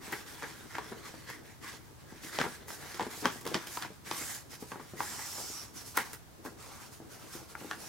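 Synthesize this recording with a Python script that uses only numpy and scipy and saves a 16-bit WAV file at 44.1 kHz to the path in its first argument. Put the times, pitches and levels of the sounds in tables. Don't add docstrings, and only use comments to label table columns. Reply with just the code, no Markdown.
import sys
import numpy as np
from scipy import signal
from scipy.fft import rfft, irfft, next_fast_len
from scipy.io import wavfile
from scipy.ndimage import uniform_filter1d, map_coordinates

SR = 44100
rng = np.random.default_rng(int(sys.argv[2]) if len(sys.argv) > 2 else 0)


def persist_wave(psi):
    counts = np.round(np.clip(psi, -1, 1) * 32767).astype(np.int16)
    wavfile.write(sys.argv[1], SR, np.atleast_2d(counts).T)


N = 347508

# start_s, level_db (before the common pulse gain), pitch_hz of the buckling patch,
# crack_db relative to the pop, top_db tilt of the crack's treble, slack_db of the sheet around it
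BUCKLE_EVENTS = [(0.0793, -50.5, 1160, -4, 10, 4), (0.1239, -40, 1930, 0.5, 12, 3.5),
                 (0.1282, -34, 1930, -8, 2, 4.5), (0.4241, -38, 1660, -10, 0, 1),
                 (0.431, -38.5, 1620, -8, -5, 1), (0.4417, -40, 1560, -16, 0, 0),
                 (0.7522, -34.5, 1780, -12, -10, 0), (0.7836, -32, 980, -11.5, -9, -0.5),
                 (0.923, -44.5, 865, -14, -4, 2), (1.14, -53, 1080, -16, 0, 2),
                 (1.301, -41, 1530, -2, 5, -4), (1.629, -62, 2000, -15, 8, 3),
                 (2.333, -47, 1670, -1, 4, -14), (2.388, -26, 1110, -5.5, -17, 0.5),
                 (2.401, -35, 1560, -1.5, -15, 5.5), (2.4142, -24.5, 1970, -9, -20, -2.5),
                 (2.4412, -36, 1130, -10, 0, 4.5), (2.453, -35.5, 1060, -18, 0, 2),
                 (2.683, -49, 2000, 4.5, 9, 2), (2.7046, -38.5, 1510, -6, 2, -5),
                 (2.945, -47, 1490, 3, -3, 3), (2.996, -28, 950, -10.5, -10, -1),
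                 (3.0079, -33.5, 826, -10, -4, 2), (3.0159, -35, 900, -14, 0, -15),
                 (3.0273, -45, 1050, 4.5, -8, -3), (3.2271, -46.5, 910, -14, 0, 5.5),
                 (3.256, -19.5, 1020, -7.5, -5, 0), (3.4122, -52.5, 1360, 6, 7, -1),
                 (3.4536, -41, 780, -1.5, 7, 2.5), (3.4664, -37.5, 920, -0.5, 2, 1.5),
                 (3.4761, -43.5, 750, 6, -2, -2.5), (3.516, -53, 760, 0, 0, 6.5),
                 (3.5444, -28, 1170, 0, -13, 2.5), (3.6716, -47, 1540, 7, 2, 1.5),
                 (3.7729, -30.5, 1000, -9, -8, -5.5), (3.824, -35.5, 1450, -0.5, -6, -4),
                 (3.849, -40.5, 940, -10, 3, -2), (4.113, -29.5, 1010, -1.5, -8, -2),
                 (4.627, -45.5, 830, -20, 0, -3), (4.7187, -36.5, 1110, -10.5, -2, 1.5),
                 (4.7576, -43.5, 820, -25, 0, -0.5), (4.7977, -46, 1190, -9, 3, 0.5),
                 (5.0054, -26, 940, -18, -5, -3.5), (5.193, -41, 1220, -1, 2, -3.5),
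                 (5.3823, -45, 810, -27, 0, -1.5), (5.9722, -35.5, 1500, 11, 17, -6),
                 (5.9754, -20.5, 1750, -6, 7, -1), (5.986, -28.5, 2080, -11, -9, 2.5),
                 (6.133, -44.5, 1620, 6, 12, -1), (6.451, -55, 1040, -1, 13, 5),
                 (6.4614, -44, 1450, -16, 13, 3.5), (7.5528, -35.5, 1330, -37, 0, -6.5),
                 (7.7123, -30, 1510, -9, -12, -1)]
# start_s, level_db (before the common flap gain)
FLAP_EVENTS = [(0.918, -37.5), (1.141, -40.5), (2.124, -39), (2.248, -44), (2.402, -30), (2.464, -32.5),
               (3.012, -29.5), (3.067, -31.5), (3.177, -41.5), (3.252, -23), (3.359, -38), (3.464, -32.5),
               (3.552, -25.5), (3.904, -39.5), (4.212, -37), (4.625, -33), (4.72, -42), (4.80, -43),
               (4.936, -35), (5.501, -43.5), (5.975, -40), (6.452, -37), (6.524, -43), (7.002, -38),
               (7.352, -38.5), (7.417, -46), (7.44, -62), (7.614, -42), (7.621, -39), (7.646, -35.5)]
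# start_s, length_s, rub_db of paper on paper, skin_db of skin on paper
HAND_STROKES = [(0.0, 0.21, -48, -51), (0.247, 0.098, -49.5, -50.5), (0.347, 0.18, -49, -53),
                (0.523, 0.22, -54, -59), (0.683, 0.13, -48.5, -56.5), (0.81, 0.11, -49.5, -55.5),
                (0.93, 0.31, -53.5, -59.5), (1.028, 0.059, -46.5, -51.5), (1.256, 0.083, -46.5, -53.5),
                (1.425, 0.096, -56.5, -63), (1.607, 0.13, -44.5, -52), (1.816, 0.063, -63, -67),
                (1.976, 0.037, -57.5, -65), (2.052, 0.22, -55.5, -62.5), (2.213, 0.077, -47, -47.5),
                (2.305, 0.14, -42, -48), (2.458, 0.09, -50.5, -50), (2.60, 0.048, -56.5, -67),
                (2.667, 0.079, -51, -47), (2.76, 0.22, -49.5, -51), (2.976, 0.096, -47, -53),
                (3.084, 0.06, -44.5, -47.5), (3.14, 0.076, -56, -46), (3.227, 0.05, -38.5, -48),
                (3.289, 0.092, -51.5, -50), (3.445, 0.23, -48.5, -52.5), (3.688, 0.097, -49, -44),
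                (3.792, 0.063, -46.5, -55.5), (3.88, 0.08, -61.5, -63.5), (4.039, 0.18, -44.5, -47),
                (4.103, 0.26, -46.5, -42.5), (4.487, 0.062, -52, -50), (4.584, 0.043, -61, -50.5),
                (4.653, 0.075, -62, -53.5), (4.752, 0.5, -58, -59.5), (4.952, 0.31, -47.5, -44.5),
                (5.227, 0.29, -50.5, -44.5), (5.501, 0.14, -52, -48), (5.729, 0.083, -51.5, -48),
                (5.84, 0.066, -59, -47), (5.936, 0.066, -41, -43), (6.024, 0.09, -54, -52.5),
                (6.435, 0.03, -68, -50), (6.566, 0.20, -53.5, -54), (6.766, 0.095, -52.5, -52.5),
                (6.902, 0.047, -61, -52), (7.0, 0.091, -66, -69), (7.085, 0.074, -53, -52.5),
                (7.167, 0.27, -55.5, -55), (7.305, 0.054, -51.5, -46.5), (7.47, 0.051, -57, -54),
                (7.554, 0.22, -52.5, -54), (7.773, 0.10, -52, -49)]
# time_s, gape (0 pressed flat - 1 open loop)
SHEET_GAPE = [(0, 0.53), (1.0, 0.92), (1.7, 0.92), (2.3, 0.91), (2.8, .4), (3.2, 0.67), (3.7, 0.44),
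              (4.2, 0.67), (5.1, 0.65), (5.5, 0.024), (6.8, 0.16), (7.8, 0.15)]
# start_s, length_s, level_db (before the stroke's arch and wobble),
# first and last share of the upper resonance (0-1)
FOLD_PINCHES = [(4.13, 0.22, -48, 0.9, .98), (4.49, 0.034, -53, .05, .02), (5.006, 0.43, -47.5, .95, 0.17),
                (5.32, 0.3, -46.5, 0.75, .02), (5.748, 0.04, -49, .03, .03), (5.87, 0.04, -59, .1, .1),
                (7.80, 0.08, -52, 0.2, .03)]
# time_s, level_db (before trim and wobble)
GRIP_SWAY = [(0.0, -58.5), (0.13, -62), (1.05, -58.5), (1.93, -62), (2.37, -56.5), (2.79, -57.5),
             (3.11, -60), (3.4, -56.5), (3.95, -64), (4.98, -57), (5.27, -63.5), (5.93, -55.5), (6.14, -63),
             (7.88, -55.5)]

# freq_hz, level_db per Hz
POP_COLOUR = [(300, -32.5), (620, -10.5), (900, 1), (1250, -2.5), (1850, -2.5), (2350, -9), (4000, -29)]
FLEX_COLOUR = [(50, -32), (130, 0.5), (240, -4), (330, 1.5), (450, 1), (600, -6.5), (1100, -36.5)]
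CRACK_COLOUR = [(1500, -11), (2600, -7.5), (3300, -1.5), (4100, -4.5), (5200, -2.5), (7500, -6.5),
                (11000, -9), (16000, -10.5)]
FLAP_COLOUR = [(40, -25), (110, -10), (190, -3.5), (330, -2.5), (450, -4.5), (600, -10), (1200, -20.5),
               (4000, -65)]
# freq_hz, level_db per Hz
RUB_FLAT_COLOUR = [(300, -6.5), (620, -4.5), (820, -3), (1150, -2), (1450, -1.5), (1900, -8.5),
                   (2500, -7.5), (6000, -18.5), (15000, -33)]
RUB_OPEN_COLOUR = [(300, -5), (700, -21.5), (1100, -5), (1380, -8), (1650, 0), (1950, -1), (2250, -5),
                   (2700, -12.5), (3300, -9), (6000, -15.5), (15000, -49)]
SKIN_LIGHT_COLOUR = [(900, -12), (2500, -5), (3300, -5.5), (4200, -2.5), (5500, 1), (7500, -1),
                     (9500, -2.5), (11500, -3), (14000, -6), (16000, -10)]
SKIN_FIRM_COLOUR = [(1500, -12), (3300, -5), (5500, 1), (7500, -0.5), (9500, -1), (11500, 0), (14500, -5),
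                    (16000, -8.5)]
SWAY_COLOUR = [(60, -10), (130, -11), (220, -0.5), (320, 3), (440, 1), (600, -5), (850, -13.5), (1600, -34),
               (4000, -50)]
AIR_COLOUR = [(15, -39), (25, -30), (64, -6.5), (122, -3), (148, -6.5), (178, -10), (233, -15.5),
              (267, -13), (469, -23), (871, -18.5), (1270, -21), (2700, -29.5), (5880, -29), (9550, -32),
              (15500, -34)]

# centre_hz, width_hz
FOLD_RESONANCES = [(5400, 950), (7500, 1700)]
# centre_hz, width_hz, level_db relative to the direct sound
NOOK_MODES = [(240, 29, -6), (322, 22, -3), (430, 30, -8.5), (756, 45, -8.5), (833, 35, -4.5),
              (962, 35, -6), (1142, 21, -6.5), (1404, 14, -0.5), (1557, 20, -7), (1652, 21, -5),
              (1970, 17, -8), (2160, 16, -13), (3090, 21, -6)]
# freq_hz, t60_s
ROOM_DECAY = [(150, 0.29), (1200, 0.47), (4000, 0.81), (14000, 0.16)]
# freq_hz, correlation (limited to -1..1)
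STEREO_LIKENESS = [(60, 1.5), (300, 0.01), (1300, 0.81), (3000, 0.5), (7000, 0.43), (15000, 0.05)]
# freq_hz, left_minus_right_db
STEREO_LEAN = [(100, 1.5), (400, 2), (900, 2.5), (2000, 0), (4400, -2), (8000, -4), (11000, -1),
               (15000, 1.5)]

USUAL_DB, USUAL_HZ = -39.5, 1180
FLEX_DB, FLEX_PER_DB, FLEX_DB_PER_OCTAVE = -4.5, -0.3047, -5
AFTER_DB, AFTER_PER_DB = -8.5, -0.25
ATTACK_S, RISE_SHARE, RELEASE_DB_PER_S, ARCH_DB = 0.028, 0.065, 218, 1
RADIATE_HZ = 89.5
TOP_HZ = 15900


def snaps(seconds=0.0034, shiver=0.11, shiver_t60=0.015, lead=.02, lead_t60=0.04, lead_db=-4, flutter_t60=0.17):
    out = np.zeros((2, N))
    t = np.arange(SR // 5) / SR
    for s, db, pitch_hz, crack_db, top_db, slack_db in BUCKLE_EVENTS:
        harder_db = db - USUAL_DB
        octaves = np.log2(pitch_hz / USUAL_HZ)
        flex_db = FLEX_DB + slack_db + FLEX_PER_DB * harder_db + FLEX_DB_PER_OCTAVE * octaves
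        after_db = AFTER_DB + slack_db + AFTER_PER_DB * harder_db
        colour = pitch_hz, flex_db, crack_db, top_db

        click = buckle(*colour, ripple_db=3.0)
        noise = unit(rng.standard_normal(len(t)) + 0.64 * rng.standard_normal((2, len(t))))
        force = shiver * noise * amp(-60 * t / shiver_t60)
        force[:, 0] += 1
        direct = signal.fftconvolve(click, force, axes=1)
        direct *= np.linalg.norm(click) / np.linalg.norm(direct) * np.sqrt(seconds * SR)
        add(out, s - .0002, amp(db) * direct)

        before = np.maximum(lead - t, 0)
        after = np.maximum(t - lead, 0)
        strain = amp(lead_db - 60 * before / lead_t60)
        release = (1 - amp(lead_db)) * (1 - np.exp(-after / 0.0027))
        bursts_db = 2.0 * wobble(302, size=len(t))
        decay = amp(after_db + bursts_db - 60 * (after - .01) / flutter_t60)
        flutter = noise * (strain + release) * decay
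        body = buckle(*colour, ripple_db=2.5, focus_db=8)
        add(out, s - lead, amp(db) * signal.fftconvolve(body, flutter, axes=1))
    return out


def buckle(pitch_hz, flex_db, crack_db, top_db, ripple_db, focus_db=9):
    patch = lambda hz: focus_db / (1 + (np.log2((hz + 1) / pitch_hz) / .5) ** 2)
    top = lambda hz: along([(4500, 0), (11000, top_db)], hz)
    pop = pulse(POP_COLOUR, ripple_db, apart=0.17, shape=patch)
    flex = pulse(FLEX_COLOUR, ripple_db, apart=0.067)
    crack = pulse(CRACK_COLOUR, .5 * ripple_db, apart=1, shape=top)
    return pop + amp(flex_db) * flex - amp(crack_db) * crack


def flaps(level_db=18, flutter=0.047, t60=0.12):
    out = np.zeros((2, N))
    t = np.arange(SR // 8) / SR
    for s, db in FLAP_EVENTS:
        force = flutter * rng.standard_normal((1, len(t))) * amp(-60 * t / t60)
        force[:, 0] += 1
        push = pulse(FLAP_COLOUR, ripple_db=2.5, apart=.3)
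        add(out, s, amp(db + level_db) * signal.fftconvolve(push, force, axes=1))
    return out


def crinkles(drive_db, count=150, level_db=11, spread_db=9, flex=1.0, crack=.18):
    out = np.zeros((2, N))
    for when, strength in rng.random((count, 2)):
        tick = (pulse(POP_COLOUR, ripple_db=7, apart=0.28)
                + flex * pulse(FLEX_COLOUR, ripple_db=4.5, apart=.3)
                - crack * pulse(CRACK_COLOUR, ripple_db=2, apart=1))
        tick_db = drive_db[int(when * N)] + level_db + spread_db * strength ** 2
        add(out, when * N / SR, amp(tick_db) * tick)
    return out


def friction(rub_db, skin_db, light_db=-53, firm_db=-42):
    def blend(first, second, share, patchy_db):
        share = np.clip(share, 0, 1)
        return (np.sqrt(1 - share) * rush(lambda hz: amp(along(first, hz)), patchy_db)
                + np.sqrt(share) * rush(lambda hz: amp(along(second, hz)), patchy_db))

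    catch_db = 0.9 * wobble(45) + 0.8 * wobble(500)
    rub_gain = amp(rub_db - 0.96 + catch_db + 0.87 * wobble(120))
    rub = rub_gain * blend(RUB_FLAT_COLOUR, RUB_OPEN_COLOUR, curves(SHEET_GAPE)[0], patchy_db=3.0)
    pressure = (skin_db - light_db) / (firm_db - light_db)
    skin_gain = amp(skin_db + 0.6 + catch_db + 0.36 * wobble(2500))
    skin = skin_gain * blend(SKIN_LIGHT_COLOUR, SKIN_FIRM_COLOUR, pressure, patchy_db=2.1)
    return filtered(rub + skin, lambda hz: hz ** 2 / (hz ** 2 + RADIATE_HZ ** 2))


def sliding():
    power = sum((amp([[rub_db], [skin_db]]) * stroke(start, length)) ** 2
                for start, length, rub_db, skin_db in HAND_STROKES)
    return 10 * np.log10(power + 1e-12)


def stroke(start, length):
    t = np.arange(N) / SR - start
    off_centre = np.clip(2 * t / length - 1, -1, 1)
    attack = np.clip(t / (ATTACK_S + RISE_SHARE * length), 0, 1)
    arch_db = ARCH_DB * (.5 - off_centre ** 2)
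    release_db = RELEASE_DB_PER_S * np.maximum(t - length, 0)
    return attack * amp(arch_db - release_db)


def crease():
    out, power = np.zeros((2, N)), np.zeros((2, N))
    for start, length, db, first, last in FOLD_PINCHES:
        upper = np.clip(curves([(start, first), (start + length, last)])[0], 0, 1)
        power += (amp(db) * stroke(start, length)) ** 2 * np.array([1 - upper, upper])
    for gain, (centre, width) in zip(np.sqrt(power), FOLD_RESONANCES):
        gap = lambda hz: (1 + ((hz - centre) / width) ** 2) ** -2
        out += gain * amp(0.26 * wobble(34)) * rush(gap, patchy_db=3.5)
    return out


def grip():
    db, = curves(GRIP_SWAY)
    sway = rush(lambda hz: amp(along(SWAY_COLOUR, hz)), patchy_db=3.0)
    return amp(db - 0.5 + 2.4 * wobble(55)) * sway


def nook(hz, trim_db=-1):
    ringing = sum(amp(db) * 1j * hz * width / (centre * centre - hz * hz + 1j * hz * width)
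                  for centre, width, db in NOOK_MODES)
    return amp(trim_db) * (1 + ringing)


def ports(hz, lead=.000011):
    half = np.array([[.5], [-.5]])
    return amp(half * along(STEREO_LEAN, hz)) * np.exp(2j * np.pi * hz * lead * half)


def room(x):
    hz, t, z = signal.stft(rng.standard_normal((2, SR // 2)), SR, nperseg=256)
    decay = amp(-60 * t / along(ROOM_DECAY, hz)[:, None])
    build_up = 1 - np.exp(-t / 0.0057)
    tail = signal.istft(z * decay * build_up, SR, nperseg=256)[1]
    return signal.fftconvolve(x, tail / np.linalg.norm(tail[0]), axes=1)[:, :N]


def background(level_db=-54.5):
    noise = rng.standard_normal((2, N)) + 0.25 * rng.standard_normal(N)
    return amp(level_db) * unit(filtered(noise, lambda hz: amp(along(AIR_COLOUR, hz))))


def pulse(colour, ripple_db, apart, shape=lambda hz: 0, size=2048):
    hz = np.fft.rfftfreq(size, 1 / SR)
    knots = rng.standard_normal(60) + apart * rng.standard_normal((2, 60))
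    ripple = np.array([map_coordinates(k, [np.log2(1 + hz / 300) * 9]) for k in knots])
    cepstrum = irfft(np.log(amp(along(colour, hz) + ripple_db * ripple + shape(hz))))
    cepstrum[:, 1:size // 2] *= 2
    cepstrum[:, size // 2 + 1:] = 0
    return unit(irfft(np.exp(rfft(cepstrum)))) / np.sqrt(size)


def rush(gain, patchy_db):
    z = signal.stft(rng.standard_normal((2, N)), nperseg=512)[2]
    field = uniform_filter1d(rng.standard_normal(z.shape[1:]), size=5, axis=0)
    field = uniform_filter1d(field, size=12, axis=1)
    pair = signal.istft(z * amp(patchy_db * unit(field)), nperseg=512)[1][:, :N]
    turn = lambda hz: np.arccos(np.clip(along(STEREO_LIKENESS, hz), -1, 1)) / 2
    mid, side = filtered(pair, lambda hz: gain(hz) * np.array([np.cos(turn(hz)), np.sin(turn(hz))]))
    return unit(np.array([mid + side, mid - side]))


def wobble(rate, size=N):
    knots = rng.standard_normal(int(size * rate / SR) + 4)
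    return map_coordinates(knots, [np.arange(size) * rate / SR])


def filtered(x, response):
    m = next_fast_len(N + 8192)
    return irfft(rfft(x, m) * response(np.fft.rfftfreq(m, 1 / SR)), m)[..., :N]


def add(track, s, sound):
    part = track[:, max(round(s * SR), 0):][:, :sound.shape[1]]
    part += sound[:, :part.shape[1]]


def along(points, hz):
    f, v = np.transpose(points)
    return np.interp(np.log(hz + 1), np.log(f), v)


def curves(rows):
    s, *cols = np.transpose(rows)
    return [np.interp(np.arange(N) / SR, s, c) for c in cols]


def amp(db):
    return 10 ** (np.asarray(db) / 20)


def unit(x):
    return x / np.sqrt(np.mean(x ** 2) + 1e-20)


def scene():
    rub_db, skin_db = sliding()
    hits = snaps() + flaps() + crinkles(rub_db)
    paper = hits + friction(rub_db, skin_db) + crease() + grip() + amp(-19.5) * room(hits)
    return filtered(paper, lambda hz: nook(hz) * ports(hz)) + background()


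def record(dry):
    return filtered(dry, lambda hz: hz < TOP_HZ)


dry = scene()
out = record(dry)
persist_wave(out)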